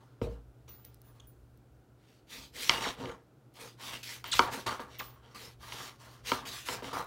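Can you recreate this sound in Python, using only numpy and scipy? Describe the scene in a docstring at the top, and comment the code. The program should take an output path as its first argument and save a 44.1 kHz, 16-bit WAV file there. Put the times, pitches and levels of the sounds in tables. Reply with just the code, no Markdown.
"""In a tiled kitchen, heard from close above, a knife saws through firm raw pumpkin on a wooden board.
Random tiny slips make the hiss of tearing wet fibres and shake blade, board and chunk into ringing.
Short pushes ring the same bodies as knocks, and the counter as thuds; a thin metal bangle tinkles in pure tones.
Bending stacks of tones squeak as a slice lets go. A wavering tone is the fridge hum, over rumble and room air."""
import sys
import numpy as np
from scipy import signal
from scipy.fft import rfft, irfft, next_fast_len
from scipy.io import wavfile
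from scipy.ndimage import uniform_filter1d, map_coordinates

SR = 44100
rng = np.random.default_rng(int(sys.argv[2]) if len(sys.argv) > 2 else 0)


def put_to_file(sound):
    """Save the sound as 16-bit audio at rate SR, in the file named by the first command-line argument."""
    columns = np.atleast_2d(sound).T  # one column per channel
    safe = np.clip(columns, -1, 1)
    whole_steps = np.round(safe * 32767)
    wavfile.write(sys.argv[1], SR, whole_steps.astype(np.int16))


N = 311346
TIME = np.arange(N) / SR

# fridge hum and counter rumble over time: [t/s, hum peak level/dB, rumble level/dB]
HUM_LEVELS = [(0.0, -59, -69), (0.41, -58.5, -65), (1.3, -56.5, -61), (1.67, -63, -69), (2.4, -69, -65.5),
              (3.36, -66.5, -73.5), (3.74, -56.5, -64.5), (5.84, -57.5, -68.5), (7.06, -56, -56.5)]
# tone balance of the low rumble: [f/Hz, level/dB]
RUMBLE_COLOUR = [(24, -20), (31, -7.5), (40, -10.5), (50, 2), (60, 3), (80, 0.5), (110, -48.0)]
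# tone balance of the room air: [f/Hz, level/dB]
AIR_COLOUR = [(76, -31.5), (130, -6), (162, -20.5), (297, -16), (735, -27), (780, -25.5), (863, -31),
              (1140, -34), (1400, -30), (1800, -40), (7000, -49.5), (16000, -52)]
# scrapes that start at once, as edge or chunk lands on the wood and drags:
# [start t/s, length t/s, swell/dB, fibre hiss level/dB, blade level/dB, board level/dB, chunk level/dB]
SCRAPES = [(0.0, 0.23, -13.5, -81, -87, -71, -77), (0.213, 0.11, -12, -64, -71, -56, -43),
           (0.675, 0.098, -12, -65.5, -88, -67, -67), (0.84, 0.1, -16, -70, -90, -76, -78),
           (1.03, 0.05, 3, -78.5, -85, -72, -70.5), (2.69, 0.16, -2.5, -47, -37, -37.5, -48.5),
           (3.09, 0.14, -18, -85.0, -79, -64, -70), (4.025, 0.09, 0.0, -45.5, -75.0, -57, -64.0),
           (4.241, 0.059, 1.5, -55.5, -49.5, -54, -78), (4.395, 0.17, -10, -71, -52, -38, -48.5),
           (4.659, 0.031, -5.5, -43, -39, -30.5, -51), (4.795, 0.068, -19, -59, -63.0, -47.5, -50),
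           (4.99, 0.17, -23.0, -63.0, -69, -58.5, -66), (5.342, 0.093, 3, -50.5, -76, -57, -58),
           (6.318, 0.14, -1.5, -66, -68, -48, -52.5), (6.448, 0.11, 5.5, -45.5, -71, -57.5, -69),
           (6.682, 0.04, -8, -67.0, -48, -40, -46), (6.822, 0.035, 4.5, -54.5, -50.5, -48.5, -51.5),
           (6.926, 0.035, 1.5, -46.5, -64, -40.5, -48.5)]
# sawing strokes through the flesh, which rise more slowly:
# [start t/s, length t/s, swell/dB, fibre hiss level/dB, blade level/dB, board level/dB, chunk level/dB]
STROKES = [(1.11, 0.047, 15, -82, -99, -74, -80), (1.941, 0.168, 13, -76.5, -77.0, -89, -88),
           (2.257, 0.11, 8.5, -51.5, -88, -60.5, -61), (2.511, 0.15, 7.5, -44, -51.5, -61, -53.5),
           (2.94, 0.11, 4, -63, -54, -47.5, -45.5), (3.521, 0.097, 9.5, -55, -88, -59.5, -60.5),
           (3.762, 0.14, 5.5, -48.5, -51.5, -52, -55.5), (4.3, 0.044, 6.5, -39, -62, -50, -65),
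           (4.484, 0.035, 5, -45.0, -73.5, -53, -48), (4.853, 0.061, 20.5, -80, -68.5, -79, -67),
           (5.19, 0.1, 6.0, -75.5, -71.5, -67.5, -72.5), (5.582, 0.24, 5.5, -51, -53, -52, -59.5),
           (5.96, 0.15, 0, -60.5, -68, -59.5, -74.5), (6.211, 0.071, 25, -53, -59, -60.5, -63.5),
           (6.625, 0.05, 7.5, -44, -60, -50, -66)]
# tone balance of the tearing fibres: [f/Hz, level/dB]
FIBRE_COLOUR = [(880, -29), (1500, -4), (2020, 1.5), (2190, 1), (4200, 1.5), (8570, -7.5), (16000, -11.5)]
# ringing tones (modes) of each body: [f/Hz, level/dB, time to fade by 60 dB t/s]
BLADE_MODES = [(2070, -13, 0.022), (2290, -9, 0.019), (2857, -5.5, 0.01), (3156, -2, 0.01),
               (3645, 4, 0.0026), (3810, -6, 0.0054), (4500, -7, 0.0086), (5530, -5.5, 0.008),
               (6460, -7.5, 0.0034), (8000, -12.5, 0.0025)]
BOARD_MODES = [(727, -23, 0.2), (944, 2, 0.037), (1058, -8, 0.014), (1089, -5.5, 0.056), (1140, 10, 0.0066),
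               (1185, 2, 0.025), (1355, 2.5, 0.018), (1610, -0.5, 0.016)]
CHUNK_MODES = [(224, -4.5, 0.039), (271, -4, 0.079), (371, -8, 0.094), (466, 2, 0.061), (613.5, -6, 0.04)]
COUNTER_MODES = [(55.5, 0, .6), (66, -12, .3), (85, -8, .2), (113, -2, .2)]
# blows on the board; contacts shorter than 0.02 ms are played as 0.02 ms:
# [t/s, blade level/dB, board level/dB, chunk level/dB, counter level/dB, softness of contact t/ms]
KNOCKS = [(0.2152, -26, -18, -3.5, -3, 0.11), (0.273, -50, -32, -15.5, -6.5, 0.13),
          (0.6913, -40, -42, -40, -32, 0.13), (2.6945, 8, -1, -12, -34, 0.017),
          (2.866, -24, -25, -10, -28, 0.077), (3.0563, -19, -36, -20, -38, 0.088),
          (3.095, -21, -30, -36, -48, 0.24), (4.2417, -18.5, -15.5, -47, -40, 0.02),
          (4.345, -45, -43, -41, -13, 0.2), (4.3927, 3, 10.5, -0.5, -26, 0.03),
          (4.795, -25, -14, -17, -49, 0.16), (5.722, -16, -24, -50, -38, 0.078),
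          (6.3177, -4.5, 1, -3.5, -21, 0.062), (6.6864, -11.5, -9, -18.5, -43, 0.053),
          (6.8228, -28, -23, -14, -33, 0.093), (6.843, -19, -31, -37, -36, 0.091),
          (6.931, -35, -20, -43, -43, 0.05)]
# bangle strikes: [t/s, time until skin damps it t/s, high ring level/dB, low ring level/dB,
# share of the high ring's twin -1..1, share of the low ring's twin -1..1]
TINKLES = [(0.691, 0.14, -48, -70, -0.1, -.9), (0.846, .05, -56, -74, 0.4, 0),
           (1.04, .12, -65, -69, -.7, -0.51), (1.271, 0.049, -60, -68.5, 0.5, 0.83),
           (4.273, 0.054, -52, -78, .4, 0), (4.986, .16, -45.5, -63.5, .4, -.9)]
# light ticks of metal: [t/s, level/dB]
TICKS = [(0.85, -41.5), (0.9443, -51), (1.017, -50), (1.575, -62), (3.541, -58), (4.242, -45.5),
         (4.9864, -56), (7.044, -51)]
# stick-slip squeaks: [start t/s, length t/s, start f/Hz, end f/Hz, level/dB]
SQUEAKS = [(1.199, 0.0067, 3700, 3150, -52.5), (1.204, 0.055, 3120, 3160, -72),
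           (2.841, .035, 2600, 515, -36), (4.315, 0.0061, 4730, 3960, -37), (4.318, 0.022, 3855, 2730, -30),
           (4.324, 0.021, 2042, 813, -36), (4.327, 0.017, 5270, 3300, -30.5),
           (4.993, 0.022, 3170, 688, -37)]

HUM_HZ, AIR_DB = 119.3, -62.5
STROKE_ATTACK_S, STROKE_RELEASE_S = 0.051, 0.087
SCRAPE_ATTACK_S, SCRAPE_RELEASE_S = .007, 0.068
LINGER_DB, LINGER_S = -25, .12  # faint drag that outlasts each release
PATCH_HZ, PATCH_S, PATCH_DB = 353, .05, 3  # size and depth of the hiss's passing resonances
BLOCK = 32  # samples between steps of the stroke and scrape levels
BANGLE_HZ, TWIN_HZ, BANGLE_T60_S = (14790, 9855), (11, 7), .5  # TWIN_HZ: how far each twin lies above
ROOM_T60_S, ROOM_DB = 0.22, -18.5
BASS_CUT_HZ, TOP_HZ = 40, 15800


def undb(db):
    """Turn decibels into a gain."""
    return 10 ** (np.asarray(db, float) / 20)


def unit(x):
    """Scale to an average strength (rms) of 1."""
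    return x / np.sqrt(np.mean(x ** 2))


def fade_60(t, t60):
    """Steady die-away that loses 60 dB in t60 seconds."""
    return np.exp(-np.log(1000) * t / t60)


def columns(table):
    """Draw each level column as a curve over time, one value a sample."""
    times, *levels = np.transpose(table)
    return [np.interp(TIME, times, level, left=-120) for level in levels]


def colour(x, points):
    """Give a steady noise its tone balance from (f/Hz, level/dB) points, at rms 1."""
    hz, db = np.transpose(points)
    size = next_fast_len(N)
    bins = np.arange(size // 2 + 1) * SR / size + 1  # 1 Hz up, so the logarithm never meets zero
    gain = undb(np.interp(np.log(bins), np.log(hz), db))
    return unit(irfft(rfft(x, size) * gain, size)[:N])


def ring(modes):
    """A sharply tapped body sounds several fading tones at once; total energy is 1."""
    t = TIME[:SR // 2]
    y = np.zeros(len(t))
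    for k, (hz, db, t60) in enumerate(modes):
        sense = (-1) ** k  # neighbouring modes start in opposite senses
        y += sense * undb(db) * fade_60(t, t60) * np.sin(2 * np.pi * hz * t)
    return y / np.sqrt(np.sum(y ** 2))


def through(x, response):
    """Let every moment of x set off the response."""
    return signal.fftconvolve(x, response)[:N]


def grains(per_s, spread_db):
    """Random tiny slips, a few far bigger than the rest."""
    on = rng.random(N) < per_s / SR
    return on * rng.standard_normal(N) * undb(spread_db * rng.exponential(size=N))


def walk(rate):
    """A random level that glides to a new value about `rate` times a second."""
    k = int(SR / rate)
    steps = np.repeat(rng.standard_normal(N // k + 1), k)
    return uniform_filter1d(steps, k)[:N]


def taps(times, dbs):
    """A one-sample tap at each time."""
    x = np.zeros(N)
    x[(np.asarray(times) * SR).astype(int)] = undb(dbs)
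    return x


def kitchen():
    """Room air as soft noise, a fridge hum wavering in pitch and level, and low rumble through the counter."""
    hum_db, rumble_db = columns(HUM_LEVELS)
    hum_level = undb(hum_db + 0.89 * walk(15))
    hum_hz = HUM_HZ + 0.83 * walk(19)
    hum = hum_level * np.sin(2 * np.pi * np.cumsum(hum_hz) / SR)
    rumble = colour(rng.standard_normal(N), RUMBLE_COLOUR) * undb(rumble_db + 5.5 * walk(3.1))
    air = colour(rng.standard_normal(N), AIR_COLOUR) * undb(AIR_DB + 0.68 * walk(1))
    return hum + rumble + air


def gestures(table, attack_s, release_s):
    """Power fed to hiss, blade, board and chunk: each row rises, swells or sinks along its length, then lets go."""
    start, length, swell_db, *dbs = np.transpose(table)[:, :, None]
    t = np.arange(N // BLOCK + 2) * BLOCK / SR - start
    rise = np.clip(t / attack_s, 0, 1) ** 2
    swell = undb(swell_db * (np.clip(t / length, 0, 1) - .5))
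    after = np.clip(t - length, 0, None)
    release = np.exp(-(after / release_s) ** 2)
    linger = undb(LINGER_DB) * np.exp(-after / LINGER_S)
    shape = rise * swell * np.maximum(release, linger)
    return undb(np.hstack(dbs)).T ** 2 @ shape ** 2  # powers of overlapping rows add


def patchy(x):
    """Narrow bands swell and sink on their own, as wet flesh grips the edge unevenly."""
    spectra = signal.stft(x, nperseg=256)[2]
    bands = max(PATCH_HZ * 256 / SR, 1)
    steps = PATCH_S * SR / 128
    grid = rng.standard_normal((200, 400))
    rows = np.arange(spectra.shape[0]) / bands
    times = np.arange(spectra.shape[1]) / steps
    at = np.meshgrid(rows, times, indexing="ij")
    patches = map_coordinates(grid, at, mode="wrap")  # smooth map over pitch and time
    return unit(signal.istft(spectra * undb(PATCH_DB * patches), nperseg=256)[1][:N])


def sawing():
    """Fibres tear under the edge; uneven slips shake the blade, the board and the chunk lying on it."""
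    power = gestures(STROKES, STROKE_ATTACK_S, STROKE_RELEASE_S)
    power = power + gestures(SCRAPES, SCRAPE_ATTACK_S, SCRAPE_RELEASE_S)
    block_at = np.arange(N) / BLOCK
    hiss, *rubs = [np.interp(block_at, np.arange(len(p)), np.sqrt(p)) for p in power]
    fibres = patchy(colour(grains(15000, 1.2), FIBRE_COLOUR))
    out = fibres * hiss * undb(2.0 * walk(40))
    judder = walk(70)  # shared by all three bodies
    for modes, rub in zip((BLADE_MODES, BOARD_MODES, CHUNK_MODES), rubs):
        slips = grains(3500, 1.1) * undb(2.0 * judder)
        body = np.zeros(N)
        for hz, mode_db, t60 in modes:
            # the point of contact travels, so each mode is fed more or less from moment to moment
            feed = undb(mode_db + 10 * np.log10(t60) + 5.5 * walk(13))
            body += through(slips * feed, ring([(hz, 0, t60)]))
        out += unit(body) * rub
    return out


def knocks():
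    """Each blow is a quick push and two small rebounds that ring blade, board, chunk and counter."""
    bodies = [ring(modes) for modes in (BLADE_MODES, BOARD_MODES, CHUNK_MODES, COUNTER_MODES)]
    force = np.zeros((4, N))
    for (start, *dbs, soft_ms), luck in zip(KNOCKS, rng.random((len(KNOCKS), 2))):
        contact = np.zeros(400)
        delays_ms = (0, .9 + .3 * luck[0], 2.4 + .8 * luck[1])
        for late_ms, size in zip(delays_ms, (1, .3, .15)):
            u = np.clip(TIME[:400] * 1000 - late_ms, 0, None) / max(soft_ms, .02)
            contact += size * u * np.exp(-u)  # a softer push is longer, so duller
        first = int(start * SR)
        for row, db, body in zip(force, dbs, bodies):
            energy = np.sum(np.convolve(contact, body[:2000]) ** 2)
            row[first:first + 400] += undb(db) * contact / np.sqrt(energy)
    return sum(through(row, body) for row, body in zip(force, bodies))


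def bangle():
    """Bare metal ticks, and two rings whose close twin tones beat until the wrist damps them."""
    tick_times, tick_db = np.transpose(TICKS)
    burst = np.diff(rng.standard_normal(200)) * np.exp(-TIME[:199] / 0.00084)  # bright, very short noise
    out = through(taps(tick_times, tick_db), burst)
    for start, length, high_db, low_db, *shares in TINKLES:
        t = np.clip(TIME - start, 0, None)
        damping = np.exp(-np.clip(t - length, 0, None) / .012)
        fade = fade_60(t, BANGLE_T60_S) * damping
        for hz, twin_hz, db, share in zip(BANGLE_HZ, TWIN_HZ, (high_db, low_db), shares):
            tone = np.sin(2 * np.pi * hz * t)
            twin = share * np.sin(2 * np.pi * (hz + twin_hz) * t)
            out += undb(db) * fade * (tone + twin)
    return out


def squeaks():
    """Wet skin sticks and slips at a changing, mostly falling rate: a rough stack of harmonics."""
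    out = np.zeros(N)
    for start, length, from_hz, to_hz, db in SQUEAKS:
        u = np.linspace(0, 1, int(length * SR))
        wobble, flutter = uniform_filter1d(rng.standard_normal((2, len(u))), size=40)
        glide_hz = from_hz + (to_hz - from_hz) * u ** 0.87
        hz = glide_hz * (1 + 0.4 * wobble)
        turn = 2 * np.pi * np.cumsum(hz) / SR
        stack = np.zeros(len(u))
        for k in range(3):
            below_top = (k + 1) * hz < 9500  # higher harmonics stay silent
            stack += undb(-6.0 * k) * np.sin((k + 1) * turn) * below_top
        edges = np.sin(np.pi * u) ** 0.097  # quick start and stop
        first = int(start * SR)
        out[first:first + len(u)] += undb(db + 13.0 * flutter) * stack * edges
    return out


def scene():
    """All sources, with a short dull echo from tiles and cupboards on the near ones."""
    near = sawing() + knocks() + bangle() + squeaks()
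    t = TIME[:SR // 2]
    dull_noise = uniform_filter1d(rng.standard_normal(len(t)), 5)
    echo = dull_noise * fade_60(t, ROOM_T60_S) * (t > .004)  # the first echoes come after 4 ms
    wet = through(near, echo / np.sqrt(np.sum(echo ** 2)))
    return (near + undb(ROOM_DB) * wet + kitchen())[None]


def record(dry):
    """The microphone drops the deepest bass and the recorder cuts the top."""
    bass_cut = signal.butter(2, BASS_CUT_HZ, "high", fs=SR, output="sos")
    top_cut = signal.ellip(10, .2, 70, TOP_HZ, fs=SR, output="sos")
    return signal.sosfilt(top_cut, signal.sosfilt(bass_cut, dry))


dry = scene()
out = record(dry)
put_to_file(out)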